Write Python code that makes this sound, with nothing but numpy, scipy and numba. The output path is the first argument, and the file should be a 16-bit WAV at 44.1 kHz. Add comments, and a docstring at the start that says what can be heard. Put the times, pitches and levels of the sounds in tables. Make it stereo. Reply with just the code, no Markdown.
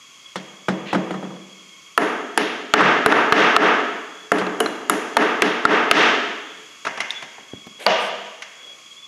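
"""A wooden box is set down on a low bench in a hard-walled workshop and rocks to rest. A claw hammer knocks its
panels home, close to a microphone pair, and the box hops under the blows; then the hammer is laid on the floor,
steps follow, and a board is clapped on the box. Struck things sound as damped modes plus a crack of noise.
A limiter ducks the loud knocks, so the room swells up behind them.
Throughout, a far machine whines, flaring now and then into a clear tone, over a filtered-noise outdoor hiss."""
import sys
import numpy as np
from scipy import signal
from scipy.fft import rfft, irfft, next_fast_len
from scipy.io import wavfile
from numba import njit

SR = 44100
rng = np.random.default_rng(int(sys.argv[2]) if len(sys.argv) > 2 else 0)


def to_wav(sig):
    """Store sig (one row per channel, or 1-D mono) as 16-bit WAV at the path in sys.argv[1].

    Samples outside -1..1 are clipped; the rate is SR.
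    """
    pcm = np.clip(np.atleast_2d(sig), -1, 1) * 32767
    pcm = np.round(pcm).astype(np.int16)
    wavfile.write(sys.argv[1], SR, pcm.T)  # frames by channels


N = 399987  # length in samples

# All levels are relative ones, ahead of the limiter; boom and brightness tilt the bass and the treble of a knock.
# Hammer blows. Each row: start in seconds, strength in dB, brightness in dB, ping of the steel head in dB.
BLOWS = [(1.9771, 4.5, -7, 4.5), (2.3754, -1, 5, 4.5), (2.738, 15.5, -4, -1), (3.0612, 12, -6.5, 6.5),
         (3.3235, 15, -2, 5.5), (3.5647, 14, -6, 0.5), (4.3178, 1.5, -8, 0.5), (4.6027, -5, -10, 5),
         (4.8969, -1, -3, 10), (5.1683, 8, -5, 2.5), (5.4205, 3, 1.5, 1), (5.6527, 12, -5, -1),
         (5.9126, 14, 3, 8)]
# The hammer falling back on the panel. Each row: start in seconds, strength in dB, boom in dB, brightness in dB.
REBOUNDS = [(3.1226, 6.5, -3, -12.5), (4.4667, -15, 13, -4), (4.6595, -10.5, 6, -4)]
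# Modes of the panel. Each row: frequency in Hz, 60 dB decay time in seconds, level in dB.
PANEL_MODES = [(187.1, 0.33, -36), (244.3, 0.087, -27), (303, 0.089, -20.5), (429.7, 0.13, -18),
               (697, 0.09, -18), (897, 0.024, -7), (1200, 0.0087, 1), (1302, 0.019, 0), (1700, 0.014, -24),
               (2700, 0.012, -8), (3670, 0.024, -16.5)]
# The panel's dense crack. Each row: frequency in Hz, level in dB, 60 dB decay time in seconds.
PANEL_CRACK = [(41.16, -42, 0.03), (120, -21.5, 0.13), (333, 3, 0.043), (890, 5.5, 0.046),
               (1550, 13, 0.038), (2510, 4, 0.035), (3860, 4, 0.017), (6660, -11, 0.024),
               (8000, -14.5, 0.023), (12000, -38, 0.004), (16100, -37, 0.007)]
# Modes of the steel head. Each row: frequency in Hz, 60 dB decay time in seconds, level in dB.
STEEL_MODES = [(6950, 0.029, -31.5), (9090, 0.0047, -26), (9770, 0.02, -26.5), (10310, 0.024, -31),
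               (11260, 0.012, -31)]
# The tick of steel. Each row: frequency in Hz, level in dB, 60 dB decay time in seconds.
STEEL_TICK = [(1500, -48, 0.018), (4000, -27.5, 0.0067), (6340, -21, 0.039), (8340, -18.5, 0.0092),
              (10100, -13, 0.021), (12900, -24, .012), (16000, -43, 0.0092)]
BOOM_DB, BOOM_SLOPE = 6.5, -0.42  # boom under a 0 dB blow, and its change per dB: harder blows boom less


def hammer():
    """Impact excitation: each blow cracks and booms in the panel and pings the steel head, which may fall back."""
    blows = [(s, db, BOOM_DB + BOOM_SLOPE * db, bright_db) for s, db, bright_db, _ in BLOWS]
    pings = [(s, ping_db, 0, 0) for s, _, _, ping_db in BLOWS]
    # the open box faces the microphone, which so hears more of the panel's ring than of its crack
    panel = knocks(blows + REBOUNDS, PANEL_MODES, PANEL_CRACK, contact_s=0.00065, room_db=-0.5, crack_db=-3)
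    head = knocks(pings, STEEL_MODES, STEEL_TICK, contact_s=0.00017, room_db=4.0)
    return panel + head


# The box set down or jolted on the bench.
# Each row: start in seconds, strength in dB, boom in dB, brightness in dB.
LANDINGS = [(.357, -13, 2, 11.5), (.6835, -4, 7, 4), (.929, -7, 7.5, 5), (.9465, -3.5, 8, -1),
            (2.807, 13, -15, -7), (4.383, -14, -5, 13), (4.413, -6.5, -1, -8)]
# Modes of the bench. Each row: frequency in Hz, 60 dB decay time in seconds, level in dB.
BENCH_MODES = [(148, 0.3, -28), (187.3, 0.17, -14.5), (323.5, 0.22, -26), (367, 0.04, -36),
               (514, 0.13, -25), (574, 0.031, -37), (1035, 0.01, -0.5), (1240, 0.024, -7)]
# The bench's dense crack. Each row: frequency in Hz, level in dB, 60 dB decay time in seconds.
BENCH_CRACK = [(40, -14, 0.061), (119, -12, 0.14), (526, 6.5, 0.052), (1440, 0.5, 0.088), (2540, -3, 0.026),
               (4570, -24, 0.13), (10100, -28.5, 0.03), (16100, -55, .02)]


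def box_on_bench():
    """Modal response of the bench, struck as the box lands, rocks and hops."""
    events = LANDINGS + rocking() + hops()
    return knocks(events, BENCH_MODES, BENCH_CRACK, contact_s=0.0015, room_db=-2.0)


ROCK_START_S, ROCK_GAP_S, ROCK_GAP_RATIO = 1.107, 0.12, .65  # each swing is shorter than the last
ROCK_DB, ROCK_LOSS_DB, ROCK_BOOM_DB, ROCK_BRIGHT_DB = -16.5, 7, 14, 5  # first swing, loss per swing, colour
CORNER_S, CORNER_DB, CORNER_BOOM_DB = .033, 0, 2.5  # a second corner follows each swing down


def rocking(count=4):
    """Geometric loss of energy: the box tips ever quicker and softer, landing on one corner and then the next."""
    rows, s = [], ROCK_START_S
    for k in range(count):
        db, shrink = ROCK_DB - k * ROCK_LOSS_DB, ROCK_GAP_RATIO ** k
        rows.append((s, db, ROCK_BOOM_DB, ROCK_BRIGHT_DB))
        rows.append((s + CORNER_S * shrink, db + CORNER_DB, CORNER_BOOM_DB, 0))
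        s += ROCK_GAP_S * shrink
    return rows


HOP_S, HOP_POWER = .036, 0.36  # time in the air after a 0 dB blow; it grows as this power of the blow's force
HOP_DB, HOP_BOOM_DB, HOP_BRIGHT_DB = -14.5, -6.5, -5  # the landing's strength relative to the blow, and its colour


def hops():
    """Flight time grows with impulse: the harder the blow, the later and louder the box lands."""
    rows = []
    for s, db, _, _ in BLOWS:
        flight_s = HOP_S * undb(db) ** HOP_POWER
        rows.append((s + flight_s, db + HOP_DB, HOP_BOOM_DB, HOP_BRIGHT_DB))
    return rows


# The claw or shaft glancing off something hard.
# Each row: start in seconds, level in dB, pitch in Hz, 60 dB decay time in seconds.
CLINKS = [(4.397, -21, 3130, 0.017), (4.604, -10.5, 2880, 0.024), (4.66, -15.5, 4000, 0.03),
          (7.003, -11.5, 2090, .02), (7.1055, -11.5, 3660, 0.01)]


def clinks(overtone=1.4, overtone_db=-14, tick_db=-4):
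    """Resonance of touched steel: two brief partials whose pitch and length depend on where it is touched."""
    tick = [(hz, db + tick_db, t60) for hz, db, t60 in STEEL_TICK]
    total = 0
    for s, db, hz, t60 in CLINKS:
        modes = [(hz, t60, 0), (overtone * hz, t60 / 2, overtone_db)]
        total = total + knocks([(s, db, 0, 0)], modes, tick, contact_s=0.00033, room_db=-4.5)
    return total


# The hammer laid on the floor, and other small clacks.
# Each row: start in seconds, strength in dB, boom in dB, brightness in dB.
CLACKS = [(6.850, -19, 0, 6), (6.867, -9, -5.5, -1.5), (6.974, -20.5, 2, 4), (7.003, -11.5, -15, 6),
          (7.1055, -36, -8, 23.5), (7.224, -24, 1, 5.5), (7.382, -29.5, 3.5, -9), (8.421, -22, -34, 7.5)]
# Modes of the handle. Each row: frequency in Hz, 60 dB decay time in seconds, level in dB.
HANDLE_MODES = [(930, 0.03, -8), (1340, 0.015, -7), (1570, 0.018, -3.5), (2054, 0.042, -13),
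                (2765, 0.036, -15), (3430, 0.017, -30)]
# The handle's dense crack. Each row: frequency in Hz, level in dB, 60 dB decay time in seconds.
HANDLE_CRACK = [(50, -15, 0.046), (131, -1, 0.13), (292, 2, 0.031), (680, 7.5, 0.077), (2160, 6, 0.053),
                (4400, -10.5, 0.055), (6150, -11, 0.084), (8900, -27, 0.032), (9600, -10, 0.025),
                (15900, -57, 0.015)]


def clacks():
    """Modal response of the hammer's handle as it meets the floor."""
    return knocks(CLACKS, HANDLE_MODES, HANDLE_CRACK, contact_s=0.0016, room_db=1.0)


# Footfalls on the concrete. Each row: start in seconds, strength in dB, boom in dB, brightness in dB.
STEPS = [(7.533, -16, -7.5, -4), (7.668, -12.5, -17.5, 9)]
# Modes of the sole. Each row: frequency in Hz, 60 dB decay time in seconds, level in dB.
SOLE_MODES = [(110, 0.051, -11), (190, .03, -9), (290, 0.019, -19)]
# The sole's dense thud. 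Each row: frequency in Hz, level in dB, 60 dB decay time in seconds.
SOLE_THUD = [(40.5, 14, 0.069), (189, 22.5, 0.04), (600, 7.5, 0.031), (1510, -9, 0.023), (8000, -38, 0.019)]


def footsteps():
    """Heavy damping: a sole on concrete gives a short, low thud."""
    return knocks(STEPS, SOLE_MODES, SOLE_THUD, contact_s=0.0014, room_db=-7.5)


# A loose board clapped on top of the box, touching first and rattling once.
# Each row: start in seconds, strength in dB, boom in dB, brightness in dB.
CLAPS = [(7.86, -16, -2, -6), (7.8645, 6, 5, 6), (7.877, -6, 6, -3)]
# Modes of the board. Each row: frequency in Hz, 60 dB decay time in seconds, level in dB.
BOARD_MODES = [(196, 0.15, -34.5), (496, 0.15, -29), (670, 0.087, -18.5), (970, 0.038, -12),
               (1207, 0.035, -8.5), (1500, 0.019, -10), (2840, 0.016, -13.5), (3400, 0.0057, -15)]
# The board's dense crack. Each row: frequency in Hz, level in dB, 60 dB decay time in seconds.
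BOARD_CRACK = [(40, -16, 0.024), (296, -17, 0.047), (620, 4, 0.087), (2920, -1.5, 0.023), (4740, -6, 0.015),
               (7000, -15.5, 0.0071), (8500, -33, 0.009), (9900, -23, 0.01), (16000, -49, .01)]


def board():
    """Modal response of a loose board to three contacts in quick succession."""
    return knocks(CLAPS, BOARD_MODES, BOARD_CRACK, contact_s=0.0011, room_db=3)


# Wood and grit sliding on wood.
# Each row: start in seconds, length in seconds, level in dB, centre frequency in Hz.
SLIDES = [(0.852, 0.1, -34.5, 2410), (7.782, 0.088, -40, 554), (7.785, 0.074, -37, 2360),
          (7.787, 0.092, -48, 10500), (7.973, 0.13, -48, 10000), (8.57, 0.23, -55.5, 540),
          (8.877, 0.11, -55, 5100)]


def slides(grain_db=1.0, octaves=0.76):
    """Friction noise: a band of noise, made grainy by an uneven grip, as the box and the board are shifted."""
    track, t = np.zeros(N), np.arange(SR // 2) / SR
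    for s, length, db, centre_hz in SLIDES:
        def band(f):
            bell = np.exp(-(np.log2((f + 1) / centre_hz) / octaves) ** 2)
            return bell / (1 + (f / 11000) ** 8)

        rub = tinted_noise(band, len(t))
        grip = undb(grain_db * tinted_noise(lambda f: 1 / (1 + (f / 150) ** 2), len(t)))
        swell = np.sin(np.pi * np.minimum(t / length, 1))
        add(track, s, undb(db) * rub * grip * swell)
    return track


def knocks(events, modes, crack, contact_s, room_db, crack_db=0, count=12000):
    """Modal synthesis: each knock rings the modes and a crack. Rows: towards the microphone, into the room."""
    direct, spread = np.zeros(N), np.zeros(N)
    t, f = np.arange(count) / SR, np.fft.rfftfreq(count, 1 / SR)
    all_round_db = radiated_db(f, modes, crack) + room_db
    for s, db, boom_db, bright_db in events:
        tilt = lambda hz: on_log(hz, [330, 1300, 3800], [boom_db, 0, bright_db])
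        burst = fading_noise(crack, t, tilt) * (1 - np.exp(-t / contact_s))
        add(direct, s, undb(db) * (ring(modes, t, tilt) + undb(crack_db) * burst))
        add(spread, s, pulse(db + all_round_db + tilt(f)))
    return np.array([direct, spread])


def ring(modes, t, tilt=lambda hz: 0, detune=0.019, scatter_db=4.5, rise_cycles=1.95):
    """Damped modes, a little different at each spot; bending waves bring the highs first and the lows later."""
    out = 0
    for (hz, t60, db), (a, b) in zip(modes, rng.standard_normal((len(modes), 2))):
        cycles = hz * (1 + detune * a) * t
        gain = undb(db + tilt(hz) + scatter_db * b)
        rise = 1 - np.exp(-cycles / rise_cycles)
        out = out + gain * np.sin(2 * np.pi * cycles) * fade(t, t60) * rise
    return out


def fading_noise(bands, t, tilt=lambda hz: 0):
    """Frequency-dependent decay: a noise burst whose bands each die at their own rate."""
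    hz, db, t60 = np.transpose(bands)
    f = np.fft.rfftfreq(len(t), 1 / SR)
    spectrum = rfft(rng.standard_normal(len(t))) * undb(on_log(f, hz, db) + tilt(f))
    out = 0
    for share, life in zip(np.eye(len(hz)), t60):  # each band's share crossfades into its neighbours'
        out = out + irfft(spectrum * on_log(f, hz, share), len(t)) * fade(t, life)
    return out


def fade(t, t60):
    """Exponential free decay, 60 dB down after t60."""
    return np.exp(-np.log(1000) * t / t60)


def radiated_db(hz, modes, crack):
    """Power summation over all directions: the modes' peaks on the crack, with no notches between."""
    crack_hz, crack_db, crack_t60 = np.transpose(crack)
    crack_gain, crack_life = undb(on_log(hz, crack_hz, crack_db)), on_log(hz, crack_hz, crack_t60)
    power = crack_gain ** 2 * SR * crack_life / (4 * np.log(1000))
    for mode_hz, t60, db in modes:
        damping, offset = np.log(1000) / t60, 2 * np.pi * (hz - mode_hz)
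        resonance = damping ** 2 + offset ** 2
        slow_rise = (damping + mode_hz) ** 2 + offset ** 2
        power = power + (undb(db) * SR / 2 * mode_hz) ** 2 / resonance / slow_rise
    return 10 * np.log10(power)


def pulse(db):
    """Minimum phase: the shortest causal pulse with the given spectrum, by folding its cepstrum."""
    cepstrum = irfft(np.log(undb(db)))
    half = len(cepstrum) // 2
    return irfft(np.exp(rfft(np.r_[cepstrum[0], 2 * cepstrum[1:half]], 2 * half)))


# The workshop's tail. Each row: frequency in Hz, level in dB, 60 dB decay time in seconds.
ROOM = [(50.3, -41, 0.96), (105, -45.5, 0.97), (219, -30, 0.96), (326, -30.5, 1.01), (450, -36.5, 1.12),
        (726, -36.5, 1), (1350, -42.5, 1.08), (1800, -37.5, 1.08), (3270, -38.5, 1.19), (3940, -45.5, 1.03),
        (6170, -39.5, 1.03), (9900, -48, 0.6), (16000, -44, 0.34)]


def workshop(x, build_s=0.0089, wide_hz=6000, side_db=-4):
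    """Diffuse reverberation builds up and dies; the close microphone pair hears only its treble apart."""
    t = np.arange(3 * SR // 2) / SR
    mid, side = (fading_noise(ROOM, t) * (1 - np.exp(-t / build_s)) for _ in range(2))
    high_pass = signal.butter(1, min(wide_hz, SR / 3), "high", fs=SR, output="sos")
    side = undb(side_db) * signal.sosfilt(high_pass, side)
    return stereo(signal.fftconvolve(x, mid)[:N], signal.fftconvolve(x, side)[:N])


# The microphone pair. Each row: frequency in Hz, left minus right in dB.
MIC_BALANCE = [(120, 0), (280, -1.57), (600, -2.5), (1300, -3), (2600, -1.5), (5000, 1.5), (11000, 1.5)]


def lean(pair):
    """Interchannel level difference: the right hears more of the middle range, the left more of the treble."""
    count = next_fast_len(N + SR // 10)
    left_db = on_log(np.fft.rfftfreq(count, 1 / SR), *np.transpose(MIC_BALANCE))
    gains = undb(np.array([left_db, -left_db]) / 2)
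    return irfft(rfft(pair, count) * gains, count)[:, :N]


# The whine's partials, from the fundamental up. Each row: level in dB, width in Hz.
WHINE_PARTIALS = [(-11, 99), (-7.5, 98), (-0.5, 125), (-22, 200)]
WHINE_HZ, WHINE_DB, WHINE_DRIFT = 1100, -49, .007  # mean pitch, level, rms share by which the pitch wanders


def machine(drift_hz=1.525, waver_db=-0.6):
    """Harmonic series: a far whine that wanders slightly in pitch and level."""
    phase = 2 * np.pi * np.cumsum(WHINE_HZ * (1 + WHINE_DRIFT * wander(drift_hz))) / SR
    whine = 0
    for k, (db, width_hz) in enumerate(WHINE_PARTIALS, 1):
        whine = whine + undb(db) * far_tone(k * phase, width_hz)
    return whine * undb(WHINE_DB + waver_db * wander(drift_hz))


# Clear tones near the whine's third partial. Each row: time of the top in seconds, pitch in Hz, level in dB.
FLARES = [(.28, 3330, -44), (4.195, 3375, -40.5), (6.52, 3450, -49), (7.19, 3440, -40.5),
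          (7.581, 3340, -41), (8.13, 3434, -43), (8.679, 3340, -39), (8.919, 3280, -47), (9.04, 3430, -42)]
FLARE_S, FLARE_WIDTH_HZ = .055, 42  # time from the top to 1/e; width of the line


def flares():
    """Narrow-band tone under Gaussian envelopes: the whine swells briefly, by turns higher and lower."""
    t = np.arange(N) / SR
    swells = np.array([undb(db) * np.exp(-((t - s) / FLARE_S) ** 2) for s, _, db in FLARES])
    hz = np.array(FLARES)[swells.argmax(axis=0), 1]  # the strongest swell sets the pitch
    return swells.sum(axis=0) * far_tone(2 * np.pi * np.cumsum(hz) / SR, FLARE_WIDTH_HZ)


def far_tone(phase, width_hz, side_db=-7):
    """Multipath: a tone that many echo paths blur into a narrow band, a little different left and right."""
    a, b, c = (wander(width_hz / 2) for _ in range(3))
    mid = a * np.cos(phase) + b * np.sin(phase)
    return stereo(mid, undb(side_db) * c * np.cos(phase))


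# Spectrum of the outdoor hiss. Each row: frequency in Hz, relative spectral density in dB.
HISS = [(30, 2), (90, 0), (200, 4), (400, 1.5), (850, -4), (1200, 7.5), (1650, -1), (2600, 9), (3800, -2),
        (4800, 4), (5400, 1), (6700, 7.5), (8300, -9), (10000, -8.5), (15000, -23.5)]
HISS_DB = -49  # mean level of the middle signal


def outdoors(waver_db=0.8, side_db=-6.0):
    """Filtered noise: a soft, wide, slowly wavering hiss through the open door."""
    hz, db = np.transpose(HISS)
    mid, side = (tinted_noise(lambda f: undb(on_log(f, hz, db)), next_fast_len(N))[:N] for _ in range(2))
    return stereo(mid, undb(side_db) * side) * undb(HISS_DB + waver_db * wander(0.99))


def wander(hz):
    """Low-passed noise: slow chance of rms about 1, its changes mostly below the given rate."""
    return tinted_noise(lambda f: 1 / (1 + (f / hz) ** 2), next_fast_len(N))[:N]


def tinted_noise(gain_of_hz, count):
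    """Spectral shaping: noise of rms 1 with the given spectrum."""
    x = irfft(rfft(rng.standard_normal(count)) * gain_of_hz(np.fft.rfftfreq(count, 1 / SR)), count)
    return x / x.std()


def undb(db):
    """Decibels to amplitude gain."""
    return 10 ** (np.asarray(db) / 20)


def on_log(hz, points_hz, values):
    """Linear interpolation on a log-frequency axis."""
    return np.interp(np.log(hz + 1e-9), np.log(points_hz), values)


def add(track, start_s, sound):
    """Superposition: mix a sound into a track."""
    i = int(start_s * SR)
    track[i:i + len(sound)] += sound[:len(track) - i]


def stereo(mid, side):
    """Sum and difference: left and right from middle and side."""
    return np.array([mid + side, mid - side])


def scene():
    """Direct and reverberant field: everything near the bench sounds directly and through the room."""
    struck = hammer() + box_on_bench() + clacks() + footsteps() + board() + clinks()
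    direct, spread = struck + slides()
    return lean(direct + workshop(spread)) + machine() + flares() + outdoors()


@njit
def follow(x, attack, release):
    """Peak follower with unequal time constants: quick up, slow down."""
    out, e = np.empty(len(x)), 0.
    for i in range(len(x)):
        e += (x[i] - e) * (attack if x[i] > e else release)
        out[i] = e
    return out


def record(dry, threshold_db=-7, attack_s=0.00078, release_s=0.025, ratio=9, low_cut_hz=115, top_hz=15400):
    """Gain reduction clamps fast and lets go slowly; the bass is cut, the overshoot rounded, the top cut off."""
    attack, release = (1 - np.exp(-1 / (seconds * SR)) for seconds in (attack_s, release_s))
    peak = follow(np.abs(dry).max(axis=0), attack, release)
    gain = np.minimum(1, undb(threshold_db) / peak) ** (1 - 1 / ratio)
    x = signal.sosfilt(signal.butter(2, low_cut_hz, "high", fs=SR, output="sos"), dry * gain)
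    rounded = x / (1 + x ** 4) ** (1 / 4)  # soft saturation towards 1
    coupled = signal.sosfilt(signal.butter(1, 60, "high", fs=SR, output="sos"), rounded)
    return signal.sosfilt(signal.ellip(8, .2, 70, top_hz, fs=SR, output="sos"), coupled)


dry = scene()
out = record(dry)
to_wav(out)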